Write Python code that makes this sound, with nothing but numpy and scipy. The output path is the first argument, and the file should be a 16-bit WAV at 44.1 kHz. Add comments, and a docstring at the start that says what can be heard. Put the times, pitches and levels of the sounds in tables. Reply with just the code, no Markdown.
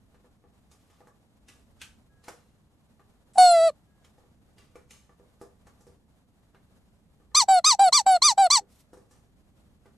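"""A quiet room with a wooden floor: a rubber squeaky toy is worked close to a phone as a puppy shifts on a pad.
The toy is a reed driving a tube: high and airy on each squeeze, lower and clean as the toy refills.
Paws and hands knock and slide, sounding as decaying board modes and bursts of shaped noise; fur or cloth
brushes the pad as grainy noise. Behind lie a faint far tone of steady partials and a low hum of noise."""
import sys
import numpy as np
from scipy import signal
from scipy.fft import rfft, irfft
from scipy.io import wavfile
from scipy.ndimage import uniform_filter1d

SR = 44100
rng = np.random.default_rng(int(sys.argv[2]) if len(sys.argv) > 2 else 0)


def ratio_of_db(decibels):
    """Turn decibels (scalar or array-like) into linear amplitude factors; 0 dB maps to 1."""
    return 10 ** (np.asarray(decibels, float) / 20)


def to_wav(sig):
    """Store sig (one row per channel, or 1-D mono) as 16-bit WAV at the path in sys.argv[1].

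    Samples outside -1..1 are clipped; the rate is SR.
    """
    pcm = np.clip(np.atleast_2d(sig), -1, 1) * 32767
    pcm = np.round(pcm).astype(np.int16)
    wavfile.write(sys.argv[1], SR, pcm.T)  # frames by channels


N = 439677  # samples
LEFT_RIGHT = np.array([[1], [-1]])  # signs of a side signal in the two channels


def shade(points, hz, axis=1):
    """Spectral envelope: dB of a (Hz, dB, ..) table at hz, interpolated on a log-frequency axis."""
    points = np.array(points, float)
    return np.interp(np.log(np.maximum(hz, 1)), np.log(points[:, 0]), points[:, axis])


def peaks(hz, modes):
    """Resonance: power passed by a set of (Hz, width Hz, dB) modes."""
    return sum(ratio_of_db(db) ** 2 / (1 + (2 * (hz - f) / w) ** 2) for f, w, db in modes)


def noise(size, gain):
    """Filtered noise: rms 1, with the amplitude spectrum gain(Hz)."""
    spectrum = rfft(rng.standard_normal(size)) * gain(np.fft.rfftfreq(size, 1 / SR))
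    x = irfft(spectrum, size)
    return x / x.std()


def walk(size, rate):
    """Slow random modulation: spread 1, changing about rate times a second."""
    return noise(size, lambda hz: 1 / (1 + (hz / rate) ** 4))


def add(out, sound, s):
    """Superposition: sound is summed into out from s seconds on."""
    i = int(s * SR)
    out[..., i:i + sound.shape[-1]] += sound[..., :N - i]


# Resonances of the reed's tube: mode_hz, width_hz, squeeze_db, refill_db
TUBE_MODES = [(4250, 140, 23, 10), (6060, 180, 13.5, -24), (7710, 120, 17.5, 7.5), (9686, 81, 4.5, 5)]


def tube_modes(way):
    """Tube resonance: the modes as (Hz, width Hz, dB) for way 0 (squeeze) or 1 (refill)."""
    return [(row[0], row[1], row[2 + way]) for row in TUBE_MODES]


# Overtone strength between the tube's peaks: pitch_hz, squeeze_db, refill_db
OVERTONE_COLOUR = [(1399, -11.5, 2), (1890, -4, -10.5), (2035, 2, -1), (2070, 2, -26), (2190, -3, -7),
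                   (3300, -12, -11.5), (4500, 8.5, -9), (6139, 3.5, -25), (8800, -19, -18),
                   (11000, -15, -16)]
# Level at the very top of the treble, with a narrow dip near 10.7 kHz: pitch_hz, level_db
TOP_LEVEL = [(10000, 0), (10700, -31.5), (11500, -5.5), (12700, -13), (13200, -35)]
# Pairs are (squeeze, refill)
JITTER = (.0036, .001)  # pitch unsteadiness as a share of the pitch
SHIMMER_DB = (.7, .5)  # each overtone wavers alone, by this much more every octave up
FALL, SAG = (2.6, 3.6), (0.96, 27)  # after the note: dying away in dB/ms, pitch sag in 1/s
BRIGHTEN = 0.5  # a refill's upper overtones gain this many dB an octave for each dB of fundamental
# On a squeeze the overtones above BLUR_HZ lose step with the reed, by about BLUR_RAD;
# that limit sinks with the reed's own pitch, by the power SLACK_BLUR
BLUR_RAD, BLUR_HZ, SLACK_BLUR = 1.2, 10000, 3


def reed(note, t, way):
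    """Harmonic series of a slapping reed, shaped by tube resonance; returns the voice and the reed's phase."""
    s, hz, tone_db, over_db = np.transpose(note)
    late = np.maximum(t - s[-1], 0)
    tube = tube_modes(way)
    # pressure in the toy changes smoothly, so the pitch bends round its corners
    pitch = np.interp(t, s, hz) * np.exp(-SAG[way] * late)
    pitch = uniform_filter1d(uniform_filter1d(pitch, size=250), size=250)
    phase = 2 * np.pi * np.cumsum(pitch * (1 + JITTER[way] * walk(len(t), 270.0))) / SR

    k = np.arange(2, 20)[:, None]  # overtone numbers
    # the reed slaps once a cycle: overtones start in step, each tube peak turning them by half a turn
    lag = sum(np.arctan(2 * (k * pitch - f) / w) for f, w, _ in tube) + 0.17 * k ** 2
    wander = np.array([walk(len(t), 250.) for _ in k])
    clear_hz = BLUR_HZ * (pitch / pitch.max()) ** SLACK_BLUR
    lag = lag + (1 - way) * BLUR_RAD / (1 + (clear_hz / (k * pitch)) ** 12) * wander

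    between = ratio_of_db(2 * shade(OVERTONE_COLOUR, k * pitch, axis=way + 1))
    colour = np.sqrt(between + peaks(k * pitch, tube)) * ratio_of_db(shade(TOP_LEVEL, k * pitch))
    tone = np.interp(t, s, tone_db)
    colour = colour * ratio_of_db(way * BRIGHTEN * (tone + 14) * np.log2(np.minimum(k, 12) / 2))
    shimmer = np.array([walk(len(t), 110.0) for _ in k])
    colour = colour * ratio_of_db(SHIMMER_DB[way] * np.log2(k) * shimmer)

    fade = ratio_of_db(-1000 * FALL[way] * late)  # with squeak()'s own fall, overtones die twice as fast as the tone
    overtones = (colour * np.cos(k * phase - lag)).sum(axis=0)
    return ratio_of_db(tone) * np.sin(phase) - fade * ratio_of_db(np.interp(t, s, over_db)) * overtones, phase


# Noise level beside the fundamental over the note: share of the note (0-1), squeeze_db, refill_db
NOISE_COURSE = [(0, -8, -26.5), (.12, -5.5, -39), (0.451, -12, -46.5), (0.752, -7.5, -44), (1, -13, -29.5)]
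# Spectrum of that noise, relative: pitch_hz, squeeze_db, refill_db
NOISE_SPECTRUM = [(700, -21, -9), (2470, -8.5, -7.5), (3946, -25.5, -4.5), (5730, -2, -10),
                  (8200, -9, -2.5), (8700, -20.5, -11.5), (10970, -9, -9.5)]
SLAP_DB, SLAP_LOSS = -30, 9  # a weaker tone hardly slaps: overtones and noise lose this many dB per dB below


def note_noise(note, t, way, phase):
    """Amplitude modulation: broad noise with the tube's peaks, swelling once a cycle of the reed."""
    s, _, tone_db, _ = np.transpose(note)
    tube = tube_modes(way)

    def spectrum(f):
        return ratio_of_db(shade(NOISE_SPECTRUM, f, axis=way + 1) + shade(TOP_LEVEL, f)) * np.sqrt(1 + peaks(f, tube))

    # the noise differs between the channels above 5 kHz
    mid, side = noise(len(t), spectrum), noise(len(t), spectrum)
    side = signal.sosfilt(signal.butter(4, 5000, "high", fs=SR, output="sos"), side)
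    share, *noise_db = np.transpose(NOISE_COURSE)
    # the opening is as short on a long note as on a quick one
    done = np.maximum((t - s[0]) / (s[-1] - s[0]), np.minimum((t - s[0]) / .11, share[1]))
    weak_db = SLAP_LOSS * min(tone_db[0] - SLAP_DB, 0)
    tone = np.interp(t, s, tone_db)
    level = ratio_of_db(np.interp(done, share, noise_db[way]) + tone + weak_db + 2.0 * walk(len(t), 60.))
    return (mid + side * LEFT_RIGHT) * (1 + .6 * np.cos(phase)) * level


# Pairs are (squeeze, refill)
RISE, NOISE_FALL = (8., 5.), (2.6, 1.2)  # onset, and dying away of the noise, dB/ms
PUFF_DB = -61.5  # low push of air on the microphone while the toy sounds
FLUTTER_DB, FLUTTER_S = (-24, -20.5), .022  # rough flutter over the tone as the reed catches; settling time
FLUTTER_HZ = (920, 614)  # centre and width of the flutter's band


def squeak(note, way):
    """Self-sustained reed: one note (way 0 squeezed, 1 refilling) of voice, noise, puff and catching flutter."""
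    s, _, tone_db, _ = np.transpose(note)
    t = np.arange(s[0] - .03, s[-1] + .05, 1 / SR)
    early, late = np.maximum(s[0] - t, 0), np.maximum(t - s[-1], 0)
    voice, phase = reed(note, t, way)
    puff = ratio_of_db(PUFF_DB) * noise(len(t), lambda f: 1 / (1 + (f / 450) ** 3))
    flutter = noise(len(t), lambda f: peaks(f, [(*FLUTTER_HZ, 0)]))
    flutter = flutter * ratio_of_db(np.interp(t, s, tone_db) + FLUTTER_DB[way])
    flutter = flutter * np.exp(-np.maximum(t - s[0], 0) / FLUTTER_S)
    edge = ratio_of_db(-1000 * (RISE[way] * early + FALL[way] * late))
    noise_edge = ratio_of_db(-1000 * (RISE[way] * early + NOISE_FALL[way] * late))
    return t[0], edge * (np.sqrt(2) * voice + puff + flutter) + noise_edge * note_noise(note, t, way, phase)


# One squeeze of the hand: share of the note (0-1), pressure (0-1), fundamental_db, overtones_db
GRIP_COURSE = [(0, .5, -21.5, -41), (.1, .76, -29, -34), (0.198, .92, -24.5, -33.5), (0.341, 1, -22.5, -30),
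               (0.499, .88, -24, -33.5), (.66, .55, -25, -37.5), (0.832, .29, -23, -41.5),
               (1.001, 0, -29.5, -76.5)]
SLACK_HZ = 790  # pitch of the reed as the squeeze runs out


def squeezed(start, end, top_hz, db):
    """Pressure-controlled pitch: the note table of one squeeze, higher with more pressure."""
    return [(start + share * (end - start), SLACK_HZ + push * (top_hz - SLACK_HZ), tone + db, over + db)
            for share, push, tone, over in GRIP_COURSE]


# The shell springing back: share of the note (0-1), suction (1 full, negative past rest), fundamental_db
SPRING_COURSE = [(0.259, 0.95, -12.5), (0.548, .55, -14), (.91, 0, -15.5), (0.999, -.7, -28.5)]
CATCH_HZ, CATCH_DB, EASED_HZ = 772.7, -14, 711.6  # the reed as a refill starts; its pitch as suction eases


def refilled(start, end, top_hz, db):
    """Elastic recoil: the (s, Hz, dB) course of one quick refill, higher with more suction."""
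    caught = [(start, CATCH_HZ, CATCH_DB + db)]
    return caught + [(start + share * (end - start), EASED_HZ + pull * (top_hz - EASED_HZ), tone + db)
                     for share, pull, tone in SPRING_COURSE]


REFILL_OVER_DB, OVER_SLOPE = -37.5, 0.44  # overtones at a fundamental of -16.5 dB; dB per dB of fundamental


def with_overtones(course):
    """Nonlinear spectral growth: on a refill the overtones follow the strength of the tone."""
    return [(s, hz, db, REFILL_OVER_DB + OVER_SLOPE * (db + 16.5) - SLAP_LOSS * max(SLAP_DB - db, 0))
            for s, hz, db in course]


# Air seeping through the tube before the long refill: start_s, end_s, level_db reached
AIR_LEAK = (3.335, 3.385, -50.5)


def leak():
    """Turbulence in a tube: noise through its upper modes, three times as wide, rising by 12 dB."""
    start, end, db = AIR_LEAK
    size = int((end - start) * SR)
    modes = [(f, 3 * w, refill_db) for f, w, _, refill_db in TUBE_MODES[2:]]
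    seep = noise(size, lambda f: np.sqrt(peaks(f, modes) + .1) * ratio_of_db(shade(TOP_LEVEL, f)))
    return start, ratio_of_db(db - 12 * np.linspace(1, 0, size)) * seep


# Squeezes of the toy: start_s, end_s, top_pitch_hz, strength_db
SQUEEZE_NOTES = [(7.349, 7.439, 1234, 0.5), (7.645, 7.75, 1266, 1), (7.926, 8.014, 1197, 0),
                 (8.221, 8.33, 1231, 0.5), (8.504, 8.596, 1191, -0.5)]
# Quick refills between squeezes: start_s, end_s, top_pitch_hz, strength_db
QUICK_REFILLS = [(7.487, 7.598, 772.3, -1), (7.795, 7.895, 808.5, -0.5), (8.066, 8.175, 768, -1.5),
                 (8.38, 8.476, 801.5, -1.5)]
# The one long, slow refill: time_s, pitch_hz, fundamental_db
SLOW_REFILL = [(3.383, 740, -10), (3.416, 734, -9.5), (3.455, 720.8, -11), (3.499, 700, -14.5),
               (3.561, 671, -16.5), (3.605, 651.7, -18), (3.642, 665, -17), (3.679, 655.6, -18),
               (3.702, 574, -30)]
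# The reed stirring before it catches: time_s, pitch_hz, fundamental_db
REED_STIR = [(3.359, 751, -32), (3.372, 818.3, -37), (3.378, 837, -22.5)]
NEAR_DB, NEAR_T60 = -21, .075  # echoes off the floor and hands close to the toy: level, decay in s


def toy():
    """Direct sound and early reflections: all notes straight ahead, with a short haze of nearby echoes."""
    out = np.zeros((2, N))
    squeezes = [squeezed(*row) for row in SQUEEZE_NOTES]
    courses = [REED_STIR, SLOW_REFILL] + [refilled(*row) for row in QUICK_REFILLS]
    refills = [with_overtones(course) for course in courses]
    for way, notes in enumerate((squeezes, refills)):
        for note in notes:
            s, sound = squeak(note, way)
            add(out, sound, s)
    s, seep = leak()
    add(out, seep, s)
    t = np.arange(SR // 8) / SR
    echoes = rng.standard_normal(len(t)) * ratio_of_db(-60 * t / NEAR_T60)
    echoes = echoes / np.linalg.norm(echoes)
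    return out + ratio_of_db(NEAR_DB) * signal.fftconvolve(out, echoes[None])[:, :N]


# A paw or hand coming down, levels relative: time_s, level_db, thump_db, scuff_db,
# near_hz (boards nearest this pitch are struck hardest)
PAW_TAPS = [(0.144, -53.5, -16.5, -24, 680), (0.245, -63, -4.5, -25, 790), (0.44, -64, -3, -30, 750),
            (1.006, -57.5, -4, -15, 800), (1.072, -51.5, -9.5, -14, 1000),
            (2.282, -32.5, -18.5, -15.5, 590), (2.996, -54, -13, -30, 1170), (4.182, -58.5, -9.5, -12, 700),
            (4.238, -67, -3, -30, 760), (4.756, -43, -13, -19, 484), (5.094, -57.5, -7.5, -34, 1074),
            (5.198, -60.5, -3, -25, 478.5), (5.414, -48, -3, -8, 580), (5.669, -47.5, -16, -15, 1084),
            (5.807, -60.5, -9.5, -0.5, 843), (5.868, -55.5, -6.5, -7.5, 337), (6.546, -48.5, -20, -31, 891),
            (7.201, -63, -8.5, -30.5, 1012), (7.317, -66, -6, -25, 1496), (8.61, -60.5, -3.5, -32, 402.5),
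            (8.932, -49.5, -6.5, -11.5, 414), (8.972, -57, -2.5, -9, 403), (9.857, -50, -15.5, -23, 649)]
# A paw sliding over the pad, levels relative: time_s, level_db, scuff_db, decay_t60_s
PAW_SLIDES = [(0.714, -54.5, -3, 0.28), (0.901, -56.5, -11, 0.43), (1.484, -44, -10.5, 0.44),
              (1.815, -32, -14, 0.31), (2.239, -49, -10, 0.84), (4.046, -50, -12, 0.23),
              (4.582, -47.5, -14, 0.49), (4.907, -43.5, -7.5, 0.49), (9.11, -57.5, -2.5, 0.43)]
TAP_T60, DEEP = 0.35, 0.37  # s at 400 Hz; lower boards last longer, by this power of the pitch
TAP_DULL = 2.06  # a tap's knock lies this many times lower than a slide's
SLIDE_THUMP_DB, SLIDE_HZ = -70, 1070  # a slide barely stirs the boards, however loud the pad


def contacts():
    """Impact and friction: every touch as (s, level dB, thump dB, scuff dB, t60 s, boards Hz, dullness)."""
    taps = [(s, level, thump, scuff, TAP_T60 * (400 / hz) ** DEEP, hz, TAP_DULL)
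            for s, level, thump, scuff, hz in PAW_TAPS]
    slides = [(s, level, SLIDE_THUMP_DB - level, scuff, t60, SLIDE_HZ, 1)
              for s, level, scuff, t60 in PAW_SLIDES]
    return taps + slides


# Modes of the floor boards, levels relative: mode_hz, width_hz, level_db
BOARD_MODES = [(150, 72, 5.5), (328.6, 22, 3.5), (397, 10, 5), (488.2, 22, 9), (665, 47, -1.5),
               (828, 26, 1.5), (1170, 69, 2.5), (1760, 45, 1)]
# Spectrum of the knock's body, relative: pitch_hz, level_db
KNOCK_SPECTRUM = [(700, -20.5), (1200, -5.5), (3000, -2.5), (5000, -12.5), (14000, -29)]
SNAP = 0.31  # the pad's first crack gains this many dB for each dB of strength


def knocks():
    """Modal impact and reverberation: the pad crinkles, the boards thump and all dies away in the room."""
    out, size, lead = np.zeros((2, N)), SR // 2, .05
    t = np.arange(size) / SR - lead
    after = np.maximum(t, 0)
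    for s, level_db, thump_db, scuff_db, t60, near_hz, dull in contacts():
        struck = [(f, w, db - 8 * abs(np.log2(f / near_hz))) for f, w, db in BOARD_MODES]
        tail = ratio_of_db(-60 * after / t60) * (1 - np.exp(-after / 0.0086))
        # the blow starts all modes in step; each spot rings a little differently
        ring = 0
        for f, w, db in struck:
            u, v = rng.standard_normal(2)
            mode = np.sin(2 * np.pi * f * (1 + .015 * v) * after) * np.exp(-np.pi * w * after)
            ring = ring + ratio_of_db(db + 2.5 * u) * mode
        ring = 4.6 * ring / ring.max()
        direct = 2.93 * np.exp(-after / 0.0072) * (1 - np.exp(-after / 0.0005))
        drag = 0.43 * np.exp(-np.abs(t) / 0.0098)

        def layers(first):
            """Superposed boards, knock body and bright scuff; first=0 leaves out the direct blow."""
            crinkle = first * direct * ratio_of_db(SNAP * (level_db + 25)) + tail + drag
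            # the creased pad rings at other pitches every time
            rings = ratio_of_db(3 * walk(size // 2 + 1, 500.))
            haze = tail * noise(size, lambda f: np.sqrt(peaks(f, struck)) / (1 + (f / 2500) ** 2))
            body = noise(size, lambda f: rings * ratio_of_db(shade(KNOCK_SPECTRUM, f * dull)))
            scuff = noise(size, lambda f: rings * f ** 4 / (f ** 4 + 4500.0 ** 4) / (1 + (f / 9000) ** 4))
            boards = ratio_of_db(thump_db + 10.0) * (first * ring + haze)
            return boards + crinkle * (ratio_of_db(-9.5) * body + ratio_of_db(scuff_db) * scuff)

        # the echoes differ left and right, the first sound does not
        add(out, ratio_of_db(level_db) * (layers(1) / 2 + 0.28 * layers(0) * LEFT_RIGHT), s - lead)
    return out


# Fur or cloth brushing the pad: start_s, end_s, level_db, centre_hz
PAD_BRUSHES = [(0.64, 1.123, -77, 1370), (8.667, 8.857, -68, 4500)]


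def brushes():
    """Friction noise: soft grainy rustles that swell and fade, partly unlike left and right."""
    out = np.zeros((2, N))
    for start, end, db, hz in PAD_BRUSHES:
        size = int((end - start) * SR)
        mid, side = (noise(size, lambda f: f / hz / (1 + (f / hz) ** 1.7)) for _ in range(2))
        grain = ratio_of_db(db + 2.2 * walk(size, 28.0)) * signal.windows.tukey(size, .5)
        add(out, grain * (mid + .5 * side * LEFT_RIGHT), start)
    return out


# A faint steady tone, far off, heard twice: start_s, end_s, level_db
FAR_NOTES = [(2.086, 2.237, -69), (3.865, 4.07, -74.5)]
# Its partials: multiple of FAR_HZ, relative level_db
FAR_SERIES = [(4, -11), (5, -3)]
FAR_HZ = 330


def far_tone():
    """Additive synthesis: a few steady harmonic partials that fade in and out."""
    out = np.zeros(N)
    for start, end, db in FAR_NOTES:
        t = np.arange(0, end - start, 1 / SR)
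        partials = sum(ratio_of_db(p_db) * np.sin(2 * np.pi * k * FAR_HZ * t) for k, p_db in FAR_SERIES)
        add(out, ratio_of_db(db) * partials * signal.windows.tukey(len(t), .3), start)
    return out


# Spectrum of the hum, relative: pitch_hz, level_db (per Hz)
HUM_SPECTRUM = [(20, -13), (65, -0.5), (159, -7), (208, -5), (350, -16.5), (730, -20.5), (2490, -35.5),
                (5340, -39), (7010, -36.5), (12600, -40.5)]
# Extra tilt of its side signal, shape only: pitch_hz, level_db
HUM_SIDE_TILT = [(30, -12), (200, -15), (1000, -10), (4000, -1.5), (6000, -10), (13000, -14)]
HUM_DB = -62.5


def room():
    """Background noise: the house's hum swells a little, the upper bands flicker, the bass leans right."""
    mid = noise(N, lambda f: ratio_of_db(shade(HUM_SPECTRUM, f)))
    side = ratio_of_db(-7.5) * noise(N, lambda f: ratio_of_db(shade(HUM_SPECTRUM, f) + shade(HUM_SIDE_TILT, f)))
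    hum = mid + side * LEFT_RIGHT
    low = signal.sosfilt(signal.butter(2, 500, fs=SR, output="sos"), hum)
    lean = ratio_of_db(np.array([[-.6], [.6]]))
    swelling = low * lean * ratio_of_db(1.0 * walk(N, 0.94))
    rustling = (hum - low) * ratio_of_db(1.4 * walk(N, 23.0) + walk(N, 5.5))
    return ratio_of_db(HUM_DB) * (swelling + rustling)


def scene():
    """Superposition of all sources, the main one first."""
    return toy() + knocks() + brushes() + far_tone() + room()


def roll_off(x):
    """The treble ends steeply here."""
    return signal.sosfilt(signal.butter(12, 13640, fs=SR, output="sos"), x)


def record(dry):
    """Low-pass filtering: the phone cuts the top steeply above 13.1 kHz."""
    cut = signal.sosfilt(signal.ellip(8, .2, 60, 13100, fs=SR, output="sos"), dry)
    return roll_off(cut)


dry = scene()
out = record(dry)
to_wav(out)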